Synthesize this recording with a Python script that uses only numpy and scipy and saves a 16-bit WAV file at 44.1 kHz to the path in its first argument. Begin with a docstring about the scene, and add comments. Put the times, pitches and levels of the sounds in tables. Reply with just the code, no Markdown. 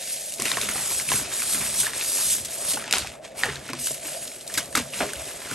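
"""Crushing chalk by hand

Hands crush soft chalk blocks close to a phone. Powder pours and crumbs grind, made from grainy noise.
Lumps crack with a click, a short ring and a spray of noise; knocks and landing pieces thud lower down.
Room air, two noises with a hump in the low middle, lies under it all.
The phone's two microphone ports turn against each other in the treble."""
import sys
import numpy as np
from scipy import signal
from scipy.fft import rfft, irfft, next_fast_len
from scipy.io import wavfile
from scipy.ndimage import uniform_filter1d, map_coordinates

SR = 44100
rng = np.random.default_rng(int(sys.argv[2]) if len(sys.argv) > 2 else 0)


def unload_audio(sound):
    """Save the sound as a 16-bit wav file, at the path given as the first command line argument."""
    columns = np.transpose(np.atleast_2d(sound))
    # keep every value between -1 and 1, then stretch to whole-number steps
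    steps = np.round(np.clip(columns, -1, 1) * 32767)
    wavfile.write(sys.argv[1], SR, steps.astype(np.int16))


N = 244314  # length in samples


def amp(db):
    """Turn decibels into a gain."""
    return 10 ** (np.asarray(db) / 20)


def unit(x):
    """Scale a sound to an rms of 1."""
    return x / np.sqrt(np.mean(x ** 2) + 1e-20)


def along(points, hz):
    """Read a table of (f/Hz, value) at any frequency, on a log axis."""
    f, value = np.transpose(points)
    return np.interp(np.log(hz + 1), np.log(f + 1), value)


def curves(rows):
    """Draw one curve over time for each column after t/s."""
    s, *columns = np.transpose(rows)
    return [np.interp(np.arange(N) / SR, s, column) for column in columns]


def wobble(rate):
    """A smooth random curve through so many random points a second."""
    points = rng.standard_normal(int(N * rate / SR) + 4)
    return map_coordinates(points, [np.arange(N) * rate / SR])


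def filtered(x, response):
    """Multiply the spectrum of x by a response, which may also turn phases."""
    m = next_fast_len(x.shape[-1] + 8192)
    spectrum = rfft(x, m) * response(np.fft.rfftfreq(m, 1 / SR))
    return irfft(spectrum, m)[..., :x.shape[-1]]


def coloured(x, spectrum):
    """Give x the tone colour of a (f/Hz, level/dB) table, at rms 1."""
    return unit(filtered(x, lambda hz: amp(along(spectrum, hz))))


def band(lo_hz, hi_hz, x):
    """Keep mainly the pitches between two limits, at rms 1."""
    sos = signal.butter(2, [lo_hz, hi_hz], "bandpass", fs=SR, output="sos")
    return unit(signal.sosfilt(sos, x))


def grit(rate, spread_db, life, bed):
    """Noise bursts of uneven size, rate a second, fading over life seconds, on a smooth bed."""
    starts = (rng.random(N) < rate / SR) * amp(spread_db * rng.exponential(size=N))
    decay = np.exp(-1 / (life * SR))
    bursts = signal.lfilter([1], [1, -decay], starts)
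    return (unit(bursts) + bed) * rng.standard_normal(N)


def patchy(x, depth_db):
    """Favour now one pitch, now another, in random patches that drift over time."""
    z = signal.stft(x, nperseg=512)[2]
    field = rng.standard_normal(z.shape)
    field = uniform_filter1d(field, size=4, axis=0)  # smooth over pitch
    field = uniform_filter1d(field, size=8, axis=1)  # smooth over time
    return signal.istft(z * amp(depth_db * unit(field)), nperseg=512)[1][:N]


# tone colour of the room air: (f/Hz, level/dB)
AIR_COLOUR = [(20, -40), (60, -30), (120, -20), (300, -15), (450, -9), (530, 0.5), (600, 3), (655, 4),
              (715, -1.5), (770, -6.5), (900, -16), (2500, -88), (9000, -50), (14000, -47)]


def room_air():
    """Room air: a wide, gently wavering rush of two noises with a hump in the low middle."""
    pair = np.array([coloured(patchy(rng.standard_normal(N), depth_db=1.5), AIR_COLOUR) for _ in range(2)])
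    mid, side = pair * [[.9], [.45]]
    level_db = -42 + 1.4 * wobble(6.22)
    return amp(level_db) * np.array([mid + side, mid - side])


# how fast powder pours and rubs between the fingers: (t/s, level/dB)
POWDER_FLOW = [(0, -31), (.12, -24), (.3, -31), (.38, -31), (.46, -20.5), (.55, -25), (.89, -21.5),
               (.96, -19.5), (1.06, -25.5), (1.1, -20.5), (1.17, -17), (1.28, -31.5), (1.34, -23),
               (1.54, -17.5), (1.6, -22.5), (1.73, -22), (1.8, -15), (1.92, -31.5), (2.02, -24),
               (2.14, -18), (2.23, -19), (2.33, -17.5), (2.42, -27.5), (2.48, -35.5), (2.53, -26),
               (2.64, -26), (2.71, -17.5), (2.82, -32.5), (2.89, -53), (2.94, -29), (3.0, -27), (3.07, -42),
               (3.15, -47), (3.21, -61), (3.245, -47), (3.28, -45), (3.33, -60), (3.39, -25), (3.58, -44),
               (3.66, -42), (3.76, -53), (3.8, -26.5), (3.87, -19.5), (4.01, -35.5), (4.07, -28),
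               (4.27, -32), (4.35, -36.5), (4.46, -39), (4.58, -28), (4.7, -38), (4.78, -27), (4.84, -36.5),
               (4.91, -36.5), (5.0, -23.5), (5.09, -34), (5.29, -30), (5.38, -36.5), (5.54, -29)]
# tone colour of the powder: (f/Hz, level/dB)
POWDER_COLOUR = [(1200, -34), (2500, -14), (4000, -7.5), (6000, -4.5), (9000, -0.5), (10300, 4.5),
                 (11500, -2.5), (16500, -5)]


def powder(squeeze):
    """Pouring powder: dense fine grains that hiss, louder as the hands squeeze."""
    flow_db, = curves(POWDER_FLOW)
    grains = grit(rate=1200, spread_db=2.5, life=0.0023, bed=1.5)
    hiss = coloured(patchy(grains, depth_db=2.0), POWDER_COLOUR)
    return amp(flow_db + 1.17 * squeeze) * hiss


# how hard the hands grind the lumps: (t/s, coarse crumb level/dB, fine crumb level/dB)
GRINDING = [(0, -55, -36), (.14, -61, -36.5), (.34, -61, -46), (.45, -40, -35), (.57, -36.5, -28.5),
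            (.89, -41.5, -36), (1.06, -46, -38.5), (1.17, -35, -34.5), (1.28, -44, -33.5),
            (1.58, -37.5, -37), (1.73, -41.5, -35), (1.9, -45.5, -34), (2.2, -42.5, -37.5),
            (2.47, -49.5, -39.5), (2.71, -40.5, -42), (2.85, -43.5, -36.5), (2.97, -32, -36),
            (3.1, -50.5, -38.5), (3.16, -50, -52.5), (3.21, -60, -64), (3.25, -44.5, -37.5),
            (3.291, -57, -45.5), (3.34, -52.5, -52), (3.44, -36.5, -36), (3.66, -48, -42),
            (3.87, -55, -37.5), (4.01, -52, -41.5), (4.07, -46.5, -38.5), (4.3, -56, -45), (4.46, -55, -49),
            (4.6, -49, -36), (4.73, -48, -49), (4.78, -64, -25.5), (4.86, -61, -45.5), (5.0, -38.5, -31),
            (5.09, -45, -37.5), (5.29, -45.5, -38.5), (5.38, -49, -40.5), (5.54, -39.5, -37)]
# tone colour of the fine crumbs: (f/Hz, level/dB)
FINE_COLOUR = [(900, -37), (1700, -4.5), (2400, -1.5), (3600, -1), (5000, -4), (9000, -5), (14000, -36)]
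# tone colour of the coarse crumbs: (f/Hz, level/dB)
COARSE_COLOUR = [(450, -19.5), (850, -3), (1300, -3), (1800, -9), (2600, -11.5), (5000, -55)]


def crumbs(squeeze):
    """Grinding crumbs: one stream of sparser grains, heard as a fine and a coarse layer."""
    coarse_db, fine_db = curves(GRINDING)
    grind = grit(rate=300, spread_db=2.0, life=0.0015, bed=1.68)
    fine = coloured(patchy(grind, depth_db=1.0), FINE_COLOUR)
    coarse = coloured(patchy(grind, depth_db=1.5), COARSE_COLOUR)
    return amp(1.65 * squeeze) * (amp(fine_db) * fine + amp(coarse_db) * coarse)


def grind_swing():
    """How far the coarse grinding is above or below its average, in dB."""
    coarse_db, _ = curves(GRINDING)
    return coarse_db - coarse_db.mean()


# tone colour of the rubbing palms: (f/Hz, level/dB)
PALM_COLOUR = [(130, -5.5), (215, -9.5), (250, -1), (320, -2.5), (395, 1), (480, -4), (600, -13),
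               (1000, -81)]


def palms():
    """Rubbing palms: a low grainy bed that follows the grinding with a smaller swing."""
    rub = coloured(grit(rate=89, spread_db=0.0, life=0.0051, bed=1.0), PALM_COLOUR)
    return amp(-47 + 0.57 * grind_swing()) * rub


# resonances under the heap: (f/Hz, width/Hz, level/dB)
HEAP_MODES = [(121.4, 20, -6.5), (144.5, 12.4, -1.5), (199, 27, -3.5), (255, 29, -4), (289, 4.7, -26)]
# tone colour of the deep rumble: (f/Hz, level/dB)
RUMBLE_COLOUR = [(20, -45), (40, -24), (62, -3.5), (80, -1), (110, -12), (200, -52)]


def heap():
    """The heap: noise through low resonances, plus a deep rumble; both rise at each landing."""
    def modes(f):
        total = 0
        for k, (centre, width, db) in enumerate(HEAP_MODES):
            resonance = 1j * f * width / (centre * centre - f * f + 1j * f * width)
            total = total + (-1) ** k * amp(db) * resonance  # neighbours have opposite signs
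        return total

    thud_gain, rumble_gain = landings()
    thuds = unit(filtered(rng.standard_normal(N), lambda f: modes(f) / (1 + (f / 320) ** 4)))
    rumble = coloured(rng.standard_normal(N), RUMBLE_COLOUR)
    bed = amp(-53 + 0.19 * grind_swing())
    return (bed + thud_gain) * thuds + (amp(-68) + rumble_gain) * rumble


def crushing():
    """Powder, crumbs, palms and heap together; one changing pressure drives powder and crumbs."""
    squeeze = wobble(20.97)  # pressure slips faster than the hands move
    return powder(squeeze) + crumbs(squeeze) + palms() + heap()


def small_breaks(count):
    """Many small breaks at random times, stronger when the coarse grinding is; columns as in LOUD_CRACKS."""
    s, coarse_db, _ = np.transpose(GRINDING)
    when, size, pitch, mix = rng.random((count, 4)).T
    when = when * s[-1]
    level_db = np.interp(when, s, coarse_db) + 9 + 6 * size
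    hz = 2510 * 3 ** (pitch - .5)
    return np.transpose([when, level_db, hz, -16 + 14 * mix, np.full(count, -18)])


# loud cracks: (t/s, level/dB, lump pitch f/Hz, splinter level/dB, crumble level/dB)
# splinter and crumble levels add to the level of the crack
LOUD_CRACKS = [(0.322, -27, 2820, 4.5, -16), (0.338, -26.5, 3740, 4.5, -25), (0.383, -30, 3700, -10, -3),
               (0.396, -26, 1050, -20, -16), (0.399, -21, 2820, 3.5, -2), (0.418, -23.5, 1100, -20, -18),
               (0.421, -19, 2200, 3.5, -16), (0.454, -13.5, 2700, -7, -8.5), (0.456, -16, 1980, -6, -9),
               (0.47, -19, 2520, -17, -17), (0.492, -20, 3750, -24, -23), (0.515, -20, 1030, -12, -30),
               (0.516, -11.5, 1920, -11, -33), (0.517, -8, 3800, -20, -23), (0.544, -22, 2820, -18, -16),
               (0.57, -13.5, 1870, -13, -16), (0.572, -19, 1110, -18, -17), (0.572, -15, 3600, -16, -20),
               (0.572, -24, 4400, -17, -20), (0.582, -20, 1090, -25, -18), (0.613, -21, 2400, -5, -20),
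               (0.614, -11.5, 3660, -4.5, -18), (0.687, -19.5, 1400, -7, -11),
               (0.689, -16.5, 2150, -4, -16), (0.691, -25, 1700, -20, -22), (0.758, -23.5, 1220, -24, -21),
               (0.758, -24, 2100, -20, -27), (0.779, -22, 1900, -15, -9), (0.904, -23, 2400, -12, -15),
               (0.912, -27, 940, -25, -8), (0.992, -25, 1610, -15, -10), (0.999, -16.5, 2190, -12, -17),
               (1.077, -29, 2400, -5, -10), (1.089, -13, 2620, -7, -14), (1.09, -17, 4300, -15, -16),
               (1.117, -14, 1016, -12, -14), (1.117, -15, 1690, -20, -18), (1.118, -15, 2800, -18, -15),
               (1.118, -15, 3600, -17, -18), (1.138, -21, 2200, -12, -10), (1.316, -23, 1720, -15, -4),
               (1.396, -23, 2270, -4, -11), (1.42, -15, 2480, -12, -20), (1.42, -23, 4200, -15, -20),
               (1.421, -20, 1400, -10, -14), (1.546, -19, 2100, -3, -5.5), (1.551, -25, 2700, -2, -12),
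               (1.565, -24, 2480, -13, -12), (1.665, -21, 2580, -1, -9), (1.801, -25, 3920, 7, 5),
               (1.833, -21.5, 1500, -20, -5), (1.86, -24, 1740, -15, -10), (1.867, -14, 1760, -12, -8.5),
               (1.934, -23, 1740, -14, -17), (2.011, -15.5, 2610, -20, -12), (2.012, -18, 3700, -18, -14),
               (2.448, -28.5, 5550, 7.5, 7.5), (2.456, -19, 5530, -2, -16), (2.701, -37, 4300, -3, -25),
               (2.735, -16.5, 4400, -8, -5), (2.738, -24, 2970, 2, -17), (2.772, -20, 840, -7, -15),
               (2.773, -21.5, 1470, -18, -12), (2.773, -26, 2900, -13, -18), (2.824, -26, 1300, -21, -9),
               (2.852, -31, 1700, -13, -24), (2.878, -22, 2700, -13, -12), (2.891, -29, 2900, -17, -12),
               (2.91, -14, 2540, -8, -18), (2.911, -15, 5070, -11, -18), (2.926, -7.5, 2830, -9.5, -20),
               (2.926, -7, 3720, -20, -28), (2.927, -6, 4930, -19, -26), (2.926, -19, 7300, -19, -28),
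               (2.936, -11.5, 1460, -20, -19), (2.937, -12, 2450, -20, -20), (2.937, -7.5, 3560, -16, -13),
               (2.945, -24, 2300, -15, -16), (2.952, -22, 3840, -21, -16), (2.983, -14.5, 3830, 1, -28),
               (2.983, -21, 1990, -12, -28), (3.002, -16.5, 3890, -14, -9.5), (3.043, -36, 1700, -21, -21),
               (3.047, -27, 776, -30, -7), (3.072, -20.5, 2570, -7, -14), (3.435, -2.5, 1840, -38, -23.5),
               (3.435, -11, 4800, -30, -24), (3.443, -16, 1530, -30, -20), (3.443, -19, 2850, -23, -11),
               (3.448, -17, 1800, -30, -14), (3.457, -28, 2600, -25, -18), (3.465, -17, 1900, -30, -19),
               (3.485, -22, 1630, -33, -16), (3.491, -19.5, 1840, -33, -11), (3.499, -22, 1900, -33, -20),
               (3.512, -35, 2000, -25, -18), (3.557, -18.5, 3840, -16, -13), (3.565, -25, 1710, -43, -24),
               (3.614, -32, 1700, -20, -20), (3.679, -33, 4500, 1, -27), (3.69, -22.5, 1420, -20, -4),
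               (3.691, -28, 2600, -20, -14), (3.7, -28, 4800, -2, -8), (3.733, -22.5, 1050, -26, -6),
               (3.733, -24, 2500, -19, -22), (3.733, -16, 5160, -12, -22), (3.793, -37, 3980, 7, -3),
               (3.871, -24, 1610, -20, -10), (3.871, -20, 2970, 3, -8), (3.944, -26.5, 2750, 1.5, -3),
               (4.054, -27, 2280, -10, -6), (4.275, -29.5, 4280, 0, 3), (4.316, -32, 2310, -23, -23),
               (4.404, -32, 2970, -12, -4), (4.41, -28, 4500, -4, -8), (4.467, -41, 3000, 11, -3),
               (4.477, -30, 4400, 8.5, -20), (4.499, -27.5, 1770, -14, -2.5), (4.54, -23.5, 3660, 5, 0),
               (4.544, -25, 1900, -3, -5), (4.552, -22, 2270, -10, -23), (4.575, -16.5, 2130, 0, -8),
               (4.577, -11.5, 3840, -7, -15), (4.582, -13.5, 1550, -8, -14), (4.579, -13, 1620, -7, -23),
               (4.586, -15, 3860, -20, -24), (4.588, -22, 1700, -18, -24), (4.657, -30.5, 4970, 0, -12),
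               (4.727, -32, 1800, 2, -6), (4.752, -6.5, 1300, -8.5, -18), (4.752, -8, 2120, -20, -20),
               (4.755, -15, 3700, 0, -15), (4.77, -16, 2300, -5, -9), (4.774, -14.5, 1310, -1.5, -13),
               (4.778, -15.5, 1230, -20, -21), (4.8, -31, 2060, -22, -14), (4.936, -18.5, 2750, -41, -10),
               (5.005, -12, 1460, -31, -10.5), (5.009, -16.5, 2590, -20, -18), (5.019, -19, 2550, -21, -6),
               (5.02, -23, 1600, -25, -9), (5.091, -21.5, 2100, -39, -9), (5.134, -22, 1530, 1, -19),
               (5.155, -25, 2900, -18, -3), (5.276, -30.5, 2840, -11, 2.5), (5.449, -30, 2200, -10, 2),
               (5.513, -18.5, 1470, -8, -12)]
RUN_MS = 0.647  # time a fracture takes to its peak
SNAP_CYCLES = .11  # sets the width of the click, in cycles of the lump's pitch
RING_RISE_MS, RING_CYCLES = .2, 25  # rise time; cycles in which the hand damps the ring by 60 dB
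DUST_DB, DUST_S = -7.5, 0.09  # dust against the splinter gain; time to fade by 60 dB
CRUMBLE_S, LONGER_PER_DB = .11, 0.0765  # 60 dB fade of a -18 dB break; growth exponent per dB
ASIDE_S = 8e-6  # typical half lead of a break at the nearer port


def cracks():
    """Breaks: a click, a dull ring of the lump, a spray of splinters and dust, then a crumbling tail."""
    out, t = np.zeros((2, N + SR)), np.arange(SR // 5) / SR
    u = t * 1000 / RUN_MS
    swell = u * np.exp(1 - u)  # the fracture runs through the lump
    spray = band(4800, 21800, rng.standard_normal(N + SR))
    for s, db, hz, splinter_db, crumble_db in [*LOUD_CRACKS, *small_breaks(count=110)]:
        start = round(s * SR)
        noise = rng.standard_normal((3, len(t)))

        v = (t - RUN_MS / 2000) * hz / SNAP_CYCLES
        snap = amp(-3) * v * np.exp(.5 - v ** 2 / 2)

        rise = 1 - np.exp(-t * 1000 / RING_RISE_MS)
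        damped = 1.3 * rise * amp(-60 * t * hz / RING_CYCLES)
        rough = .22 * band(hz * .4, hz * 2.4, noise[0]) * swell ** 2
        ring = np.sin(2 * np.pi * hz * t) * damped + rough

        dust = amp(DUST_DB - 60 * t / DUST_S)
        splinters = spray[start:][:len(t)] * amp(splinter_db) * (swell + dust)

        t60 = CRUMBLE_S * np.exp(LONGER_PER_DB * (db + 18.0))  # a louder break crumbles longer
        grains = unit(amp(4 * unit(uniform_filter1d(noise[1], size=60))))  # the tail is uneven, like crumbs
        bits = band(hz * .55, hz * 1.6, noise[2])  # crumbs ring near the pitch of their lump
        crumble = bits * grains * amp(crumble_db - 60 * t / t60) * (1 - np.exp(-t / 0.0032))

        sound = amp(db) * (snap + ring + splinters + crumble)
        half_lead = ASIDE_S * noise[1, 0]  # a random spot to the left or right
        side = half_lead * SR * np.gradient(sound)  # the slope stands in for a tiny time shift
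        out[:, start:][:, :len(t)] += [sound, side]
    return out[:, :N]


# dull knocks of lumps in the hollow of the hands and on the heap:
# (t/s, level/dB, pitch f/Hz, time to die by 60 dB t/s before the closing fade)
DULL_KNOCKS = [(0.396, -17.5, 364, 0.037), (0.41, -31, 252, 0.19), (0.456, -21.5, 420, 0.027),
               (.66, -34.5, 204, .4), (0.571, -15, 750, 0.033), (0.633, -23.5, 397, 0.034),
               (0.756, -19.5, 810, 0.042), (1.116, -16, 792, 0.053), (1.12, -30, 298, 0.054),
               (1.14, -15.5, 149, 0.076), (1.17, -31, 141, .25), (1.546, -27.5, 285, 0.14),
               (1.52, -36, 207, .4), (1.599, -34, 150, .3), (1.8, -36, 132, .4), (2.739, -19.5, 296, 0.055),
               (2.933, -17.5, 780, 0.068), (3.437, -21, 852, 0.17), (3.441, -27, 484, 0.34),
               (3.49, -25, 137, 0.39), (3.485, -20, 420, 0.05), (3.699, -18.5, 274, 0.074),
               (3.71, -33, 136, 0.56), (3.729, -32, 246, 0.5), (3.732, -25.5, 327, 0.11),
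               (3.908, -16.5, 584, 0.032), (3.912, -29, 128.6, 0.074), (4.055, -32, 327, 0.082),
               (4.574, -21, 297, 0.067), (4.751, -17.5, 304, 0.068), (4.776, -10, 273, 0.051),
               (4.8, -14, 274, 0.054), (5.004, -14, 713, 0.12), (5.009, -13.5, 292, 0.077),
               (5.019, -16, 643, 0.078), (5.029, -16, 618, 0.12), (5.045, -26.5, 398, 0.4),
               (5.517, -17, 310, 0.036)]


def knocks():
    """Soft blows: one broad push and a short, unsteady low ring."""
    out, t = np.zeros(N + SR), np.arange(SR // 4) / SR
    fade = 1 - t / t[-1]
    for s, db, hz, t60 in DULL_KNOCKS:
        # random phase drift: low rings stay clear, high ones are dull
        drift = np.cumsum(rng.standard_normal(len(t))) * hz / 6000
        push = .5 * np.sin(2 * np.pi * 450 * t) * amp(-60 * t / 0.022)
        shape = amp(-60 * t / t60) * (1 - np.exp(-t * hz / 1.66)) * fade
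        ring = np.sin(2 * np.pi * hz * t + drift) * shape
        out[round(s * SR):][:len(t)] += amp(db) * (push + ring)
    return out[:N]


# pieces and hands landing on the heap: (t/s, thud level/dB, rumble level/dB, length/s)
HEAP_LANDINGS = [(0.43, -44, -56, 0.049), (0.575, -46, -57, 0.16), (0.774, -48, -55, .04),
                 (0.948, -65, -43, 0.047), (1.133, -36, -45, 0.078), (1.234, -60, -46, .06),
                 (1.612, -43, -45, 0.12), (1.793, -51, -58, 0.077), (2.267, -53, -54, 0.048),
                 (2.363, -57, -49, 0.13), (2.685, -47, -72, 0.031), (2.786, -48, -62, 0.051),
                 (2.94, -42, -60, 0.031), (3.022, -58, -39.5, 0.083), (3.47, -47, -38, 0.049),
                 (3.55, -55, -45, 0.082), (3.717, -41, -74, 0.062), (3.8, -48, -54, 0.042),
                 (3.918, -49, -58, 0.033), (4.097, -64, -74, 0.065), (4.588, -46, -55, 0.097),
                 (4.783, -38, -46, 0.075), (4.996, -48.5, -84, 0.17), (5.18, -64, -41, 0.051),
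                 (5.53, -39, -51, 0.029)]


def landings():
    """Gains of thud and rumble: each landing swells and then dies away more slowly."""
    s, thud_db, rumble_db, length = np.transpose(HEAP_LANDINGS)
    late = (np.arange(N) / SR - s[:, None]) / length[:, None]
    late = np.where(late < 0, late / 0.55, late)  # the swell is shorter than the fall
    return amp([thud_db, rumble_db]) @ np.exp(-late ** 2)


# short rubs of block on block: (middle t/s, half length t/s, level/dB, pitch f/Hz)
BLOCK_RUBS = [(3.4, 0.02, -36, 2470), (3.7, 0.017, -34.5, 2400), (4.474, 0.0052, -40, 4300),
              (5, 0.0052, -32, 5000), (4.582, 0.01, -28, 4700), (3, 0.03, -35, 4200),
              (1.62, 0.018, -34, 2200), (0.47, 0.032, -30, 2500)]


def scrapes():
    """Rubs of block on block: brief swells of noise around one pitch."""
    out, t = np.zeros(N), np.arange(N) / SR
    for s, half, db, hz in BLOCK_RUBS:
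        near = np.abs(t - s) < 3 * half
        rub = filtered(rng.standard_normal(N)[near], lambda f: 1 / (1 + ((f - hz) / (0.18 * hz)) ** 2))
        out[near] += amp(db) * unit(rub) * np.exp(-((t[near] - s) / half) ** 2)
    return out


# how alike left and right are for all but breaks and air: (f/Hz, likeness, 1 = the same)
LIKENESS = [(60, .96), (300, .98), (1200, .92), (1600, .985), (2500, .98), (3300, .95), (5500, .92),
            (8000, .97), (9500, .96)]


def scene():
    """Each break has its own spot; part of the crushing reaches each port from elsewhere in the hands."""
    chalk = np.array([crushing() + knocks() + scrapes(), crushing()])

    def shares(hz):
        angle = np.arccos(np.clip(along(LIKENESS, hz), -1, 1)) / 2
        return np.array([np.cos(angle), np.sin(angle)])

    mid, side = filtered(chalk, shares) + cracks()
    return np.array([mid + side, mid - side]) + room_air()


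# phase between the microphone ports: (f/Hz, radians by which left leads)
PORT_PHASE = [(30, .45), (100, .4), (200, .25), (400, .3), (600, .6), (1000, .4), (1500, .1), (2400, 0),
              (3500, -.4), (5800, -.6), (6400, -.15), (7400, -.25), (8000, -.5), (8800, 0), (9200, 1.2),
              (10350, np.pi), (11400, 5.3), (11800, 2 * np.pi), (12300, 2 * np.pi), (13200, 9),
              (13800, 3 * np.pi), (14600, 4 * np.pi)]
# loudness of the microphones over pitch: (f/Hz, level/dB)
MIC_COLOUR = [(20, -31), (45, -3.5), (11500, -3.5), (12400, -15.5), (13000, -32), (14400, -30),
              (15700, -28)]


def record(dry):
    """The ports turn phases in opposite directions; the high treble is weak and stops at 15900 Hz."""
    def response(hz):
        turn = np.exp(.5j * np.outer([1, -1], along(PORT_PHASE, hz)))
        return turn * amp(along(MIC_COLOUR, hz)) * (hz < 15900)

    return filtered(dry, response)


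dry = scene()
out = record(dry)
unload_audio(out)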